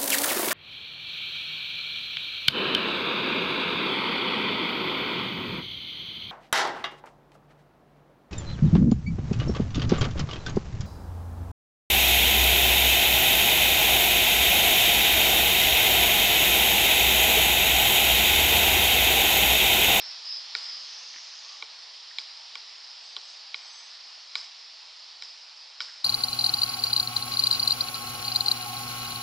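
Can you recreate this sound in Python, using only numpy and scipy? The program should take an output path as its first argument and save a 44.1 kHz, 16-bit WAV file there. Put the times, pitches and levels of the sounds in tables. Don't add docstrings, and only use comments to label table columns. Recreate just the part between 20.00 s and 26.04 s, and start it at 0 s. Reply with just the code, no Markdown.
import sys
import numpy as np
from scipy import signal
from scipy.fft import rfft, irfft
from scipy.io import wavfile
from scipy.ndimage import uniform_filter1d

SR = 44100
rng = np.random.default_rng(int(sys.argv[2]) if len(sys.argv) > 2 else 0)


def waveform_to_disk(signal):
    frames = np.transpose(np.atleast_2d(signal))
    scaled = np.clip(frames, -1, 1) * 32767
    samples = np.round(scaled).astype(np.int16)
    wavfile.write(sys.argv[1], SR, samples)


N = 266496


def gain_of(db):
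    return 10 ** (np.asarray(db) / 20)


def evened(x):
    return x / np.sqrt(np.mean(x ** 2) + 1e-20)


def read(points, hz):
    f, value = np.transpose(points)
    return np.interp(np.log(hz + 1), np.log(f + 1), value)


def add(mix, s, sound):
    start = round(s * SR)
    sound = sound[max(-start, 0):]
    part = mix[max(start, 0):][:len(sound)]
    part += sound[:len(part)]


def click_from(spectrum):
    log_gain = np.log(np.maximum(np.concatenate([spectrum, spectrum[-2:0:-1]]), 1e-5))
    return np.fft.ifft(np.exp(np.conj(signal.hilbert(log_gain)))).real


# (pitch [Hz], relative level [dB])
HISS_TONE = [(18, -85), (30, -61.5), (69, -41), (177, -39.5), (276, -30), (312, -28), (345, -33),
             (371, -24.5), (537, -19.5), (655, -15), (902, -10.5), (971, -11), (1410, -12.5), (1590, -14.5),
             (1760, -11), (2300, -11), (2880, -8), (3170, -7.5), (4250, -3.5), (4980, 0.63), (5350, -2),
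             (5700, -8.5), (6000, -16), (7160, -23), (8100, -26.5), (10900, -48), (14200, -73),
             (22000, -120)]
# (pitch [Hz], likeness [-1 to 1])
EAR_LIKENESS = [(60, .82), (550, 0.82), (2400, 0.86), (5200, 0.97), (6500, 0.76), (7300, 0.23),
                (8400, -0.63), (10400, 0.23)]
# (time [s], level [dB])
LOW_DRIFT = [(0, 7), (.3, 1), (.7, 3.5), (1.2, 1.4), (2.8, 0), (3.7, 1), (4.7, -1.5), (6.04, -1.5)]
# (time [s], level [dB])
HIGH_DRIFT = [(0, 3), (.65, 4), (1.55, 1), (2.298, 0.9), (3.7, 0), (4.8, -1), (6.04, -2)]
def hiss(treble_lift_db=1.0, patchy_db=1.03):
    frames, hz = N // 256 + 5, np.fft.rfftfreq(1024, 1 / SR)
    t = np.arange(frames) * 256 / SR
    a, b, c, d, patches = rng.standard_normal((5, frames, len(hz)))
    likeness = read(EAR_LIKENESS, hz)
    left = a + 1j * b
    right = likeness * left + np.sqrt(1 - likeness ** 2) * (c + 1j * d)
    tone = gain_of(read(HISS_TONE, hz)) * np.clip(hz / 30, 0, 1)
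    patches = evened(uniform_filter1d(uniform_filter1d(patches, size=14, axis=0), size=12, axis=1))
    low_db, high_db = (np.interp(t, *np.transpose(drift))[:, None] for drift in (LOW_DRIFT, HIGH_DRIFT))
    treble = read([(1500, 0.019), (3000, 0.98)], hz)
    drift_db = (1 - treble) * low_db + treble * (high_db + treble_lift_db)
    spectra = np.array([left, right]) * tone * gain_of(drift_db + patchy_db * patches)
    _, noise = signal.istft(spectra, nperseg=1024, noverlap=768, time_axis=1, freq_axis=2)
    return evened(noise[:, :N])


def note(length, start_hz, end_hz, depth_hz, db, glide_s=0.111, trill_hz=75, waver=0.539, flutter_db=0.7):
    t = np.arange(int(length * SR)) / SR
    unsteady = evened(uniform_filter1d(rng.standard_normal(SR), 120))[:len(t)]
    flutter = evened(uniform_filter1d(rng.standard_normal(SR), 500))[:len(t)]
    trill = signal.sawtooth(2 * np.pi * (trill_hz * t + rng.random()), .5) + waver * unsteady
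    pitch = end_hz + (start_hz - end_hz) * np.exp(-t / glide_s) + depth_hz * trill
    strength = gain_of(db) * evened(gain_of(flutter_db * flutter)) * signal.windows.hann(len(t))
    return strength * np.sin(2 * np.pi * np.cumsum(pitch) / SR)


# (time [s], length [s], pitch [Hz], level [dB])
WHISTLES = [(-.07, 0.22, 5365, -37), (0.188, 0.24, 5110, -31), (0.595, 0.13, 5210, -35),
            (0.675, 0.13, 5050, -36.5)]
def whistles(scoop_hz=650, under_hz=4720):
    out = np.zeros(N)
    for s, length, hz, db in WHISTLES:
        add(out, s, note(length, hz - scoop_hz, hz, depth_hz=180, db=db, glide_s=.028))
        add(out, s, note(0.36, under_hz, under_hz, depth_hz=443, db=-44.5))
    return out


# (pitch [Hz], width [Hz], level [dB])
LOG_NOTES = [(360, 74, -13), (453, 46, -5.5), (570, 80, -14), (886, 136, -5.5), (1125, 114, 0),
             (1438, 114, -1), (1840, 229, -10), (2287, 234, 6), (3200, 330, -4), (3446, 81, -5.5),
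             (3942, 280, 2.5), (4600, 200, -12), (5270, 320, 4)]
# (pitch [Hz], width [Hz], level [dB])
BILL_NOTES = [(7230, 790, 0.5), (8800, 1300, -18)]
# (time [s], strength [dB], hardness [dB per octave], distance from the hole's edge [m],
#   loose slab's pitch [Hz], slab's boost [dB], crack [dB], bill ring [dB], crushing [dB], thud [dB],
#   grainy tail [dB], time for the tail to fade by 60 dB [s])
BLOWS = [(0.5510, 10, 4, 0.28, 1700, 11, 11, -21, -19, -27, -37.5, 0.79),
         (1.6246, 4, 0.5, 0.17, 4140, 5.5, -12, -22, -20, -35, -53, .11),
         (2.1853, 4, 6, 0.21, 3530, 8, 2, -15.5, -13, -38, -38, 0.19),
         (2.5547, 4, 4.5, .148, 4870, -0.5, -7, -17, -15, -33, -46, 0.26),
         (3.1656, -2.5, -2.2, .131, 3530, 19, -3, -19.5, -15, -45, -45.5, .25),
         (3.5440, 4.2, 5.5, 0.12, 2530, 13.5, -14, -27, -14, -44, -43.5, 0.24),
         (4.3546, 10, 6, 0.12, 1990, 5.5, 7, -9.5, -17, -35, -34, .33),
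         (5.223, 3.8, 7, 0.26, 3350, -10, -13, -20, -14, -34, -45, 0.58),
         (5.8045, 4, 8, .14, 1590, 12, 0.5, -23, -2, -36, -39, 0.14),
         (5.8132, -1.5, 7, .27, 1400, 4, -6, -25, -10, -40, -41, 0.94)]
def pecks(wave_m_per_s=607.5, soft_wood_hz=4140, slab_octaves=0.33, bass_lag_s=0.017, bass_hz=320):
    out, t, f = np.zeros(N), np.arange(4096) / SR, np.fft.rfftfreq(4096, 1 / SR)
    crack = 1 / (1 + ((f - 4620) / 450) ** 4)
    for s, strength_db, hardness, spot_m, slab_hz, slab_db, crack_db, bill_db, crush_db, *_ in BLOWS:
        power = (gain_of(crack_db) * crack) ** 2
        for hz, width_hz, db in BILL_NOTES:
            power += (gain_of(bill_db + db) * peak(f, hz, width_hz)) ** 2
        for hz, width_hz, db in LOG_NOTES:
            push = gain_of(strength_db + hardness * np.log2(hz / 2100)) ** 2
            push /= 1 + (hz / soft_wood_hz) ** 11.4
            spot_share = 0.3 ** 2 + np.sin(2 * np.pi * hz * spot_m / wave_m_per_s) ** 2
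            boost_db = slab_db * np.exp(-(np.log2(hz / slab_hz) / slab_octaves) ** 2)
            power += push * spot_share * (gain_of(db + boost_db) * peak(f, hz, width_hz)) ** 2
        lag_s = bass_lag_s * rng.uniform(0.601, 1.2)
        bass_delay = np.exp(-2j * np.pi * lag_s * bass_hz * np.arctan(f / bass_hz))
        ring = irfft(rfft(click_from(np.sqrt(power))) * bass_delay)
        crush = rng.standard_normal(len(t)) * gain_of(-60 * t / .018)
        force = (t == 0) + gain_of(crush_db) * crush / np.linalg.norm(crush)
        add(out, s, signal.fftconvolve(force, ring))
    return out


def peak(f, hz, width_hz):
    return 1 / (1 + ((f - hz) / width_hz) ** 2) ** 2


def thuds(below_hz=230):
    out, f = np.zeros(N), np.fft.rfftfreq(4096, 1 / SR)
    puff = click_from(np.clip(f / 30, 0, 1) / (1 + (f / below_hz) ** 4))
    for s, *_, thud_db, _, _ in BLOWS:
        add(out, s, gain_of(thud_db) * puff)
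    return out


# (pitch [Hz], relative level [dB])
GRAIN_TONE = [(150, -45), (500, -20.5), (1150, -8.5), (1600, -11), (2800, -9), (3300, -6), (4200, 1),
              (4750, 7), (5250, 9.5), (5600, -4.5), (6000, -7.5), (6600, -14.5), (7500, -16.5), (9500, -35),
              (11000, -37)]
# (time [s], level [dB])
CRUMBS = [(.586, -34), (3.214, -42.5), (4.381, -44), (4.444, -38), (5.2335, -40), (5.8195, -35)]
def tails_and_crumbs(grains_per_s=3000, spread_db=3, delay_s=0.007, crumb_fade_s=0.032):
    out, t = np.zeros(N), np.arange(SR // 2) / SR
    tails = [(s + delay_s, db, fade_s) for s, *_, db, fade_s in BLOWS]
    crumbs = [(s, db, crumb_fade_s) for s, db in CRUMBS]
    for s, db, fade_s in tails + crumbs:
        sizes = gain_of(spread_db * np.minimum(rng.exponential(1, len(t)), 4))
        signs = rng.choice([-1, 1], len(t))
        grains = sizes * signs * (rng.random(len(t)) < grains_per_s / SR)
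        add(out, s, evened(grains) * gain_of(db - 60 * t / fade_s))
    grain = click_from(gain_of(read(GRAIN_TONE, np.fft.rfftfreq(2048, 1 / SR))))
    return signal.oaconvolve(out, grain / np.linalg.norm(grain))[:N]


def twitter(start_s=0.78, every_s=.185, lead_s=0.044, climb_hz_per_s=500, fade_db_per_s=9):
    out = np.zeros(N)
    for since in np.arange(4) * every_s:
        climb_hz, fade_db = climb_hz_per_s * since, fade_db_per_s * since
        low_hz, held_hz = 5500 + climb_hz, 6380 + climb_hz
        add(out, start_s + since, note(0.35, low_hz, low_hz, depth_hz=600, db=-44 - fade_db))
        add(out, start_s + since - lead_s, note(0.2, held_hz, held_hz, depth_hz=142, db=-53.5 - fade_db))
    return out


# (time [s], time to fade by 60 dB [s], pitch [Hz], width [Hz], level [dB])
TAPS = [(1.142, .04, 1910, 1000, -45), (1.1608, 0.03, 2010, 1050, -37), (1.183, 0.033, 2200, 1000, -43.5),
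        (2.107, 0.1, 1750, 300, -49), (5.884, 0.12, 1790, 600, -51)]
def taps():
    out, t, f = np.zeros(N), np.arange(SR) / SR, np.fft.rfftfreq(SR, 1 / SR)
    for s, fade_s, hz, width_hz, db in TAPS:
        ring = click_from(peak(f, hz, width_hz))
        rub = rng.standard_normal(SR) * gain_of(db - 60 * t / fade_s)
        add(out, s, signal.fftconvolve(rub, ring / np.linalg.norm(ring))[:SR])
    return out


# (time [s], length [s], start pitch [Hz], target pitch [Hz], level [dB])
CHIRPS = [(1.15, 0.074, 6030, 4840, -45), (1.215, 0.063, 7200, 7100, -59), (1.345, .05, 5900, 5120, -46),
          (2.71, 0.15, 6500, 6830, -66)]
# (time [s], length [s], start pitch [Hz], target pitch [Hz], level [dB])
LOW_CALLS = [(1.37, .26, 1200, 1100, -58), (1.66, .3, 1060, 960, -62)]
def sliding_calls(calls, depth_hz):
    out = np.zeros(N)
    for s, length, start_hz, end_hz, db in calls:
        add(out, s, note(length, start_hz, end_hz, depth_hz, db))
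    return out


# (time [s], length [s], trill depth [Hz], level [dB])
DOUBLE_NOTES = [(3.0, .17, 130, -59), (3.21, .18, 400, -58), (3.53, .46, 80, -54)]
def two_voiced_song(low_hz=6160, high_hz=7840, lead_s=.025, throb_hz=18.4, throb_db=8.5):
    out = np.zeros(N)
    for s, length, depth_hz, db in DOUBLE_NOTES:
        t = np.arange(int(length * SR)) / SR
        throb = gain_of(throb_db * np.sin(2 * np.pi * throb_hz * t))
        add(out, s, throb * note(length, low_hz, low_hz, depth_hz, db))
        add(out, s - lead_s, throb * note(length, high_hz, high_hz, depth_hz, db - 9.5))
    return out


def echoes(x, fade_s, gap_s):
    t = np.arange(SR) / SR
    bounces = rng.standard_normal((2, SR)) * (rng.random((2, SR)) < .05)
    middle, side = bounces * (t > gap_s) * gain_of(-60 * t / fade_s)
    tails = np.array([middle + 0.33 * side, middle - 0.14 * side])
    return signal.fftconvolve(x[None], tails / np.linalg.norm(tails[0]), axes=1)[:, :N]


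def scene():
    bass_cut = signal.butter(2, 140, "high", fs=SR, output="sos")
    wood = signal.sosfilt(bass_cut, pecks() + tails_and_crumbs() + taps())
    birds = whistles() + twitter() + sliding_calls(CHIRPS, depth_hz=80)
    birds += two_voiced_song() + sliding_calls(LOW_CALLS, depth_hz=70)
    near = wood + thuds() + gain_of(-13) * echoes(wood, fade_s=1.0, gap_s=0.015)
    far = gain_of(-4) * (birds + echoes(birds, fade_s=0.4, gap_s=0.005))
    return near + far + gain_of(-44.5) * hiss()


def record(dry, top_hz=11050):
    heard = dry * gain_of([[-.5], [.5]])
    treble_cut = signal.firwin(511, top_hz, window=("kaiser", 9), fs=SR)
    return signal.oaconvolve(heard, treble_cut[None], "same")


dry = scene()
out = record(dry)
waveform_to_disk(out)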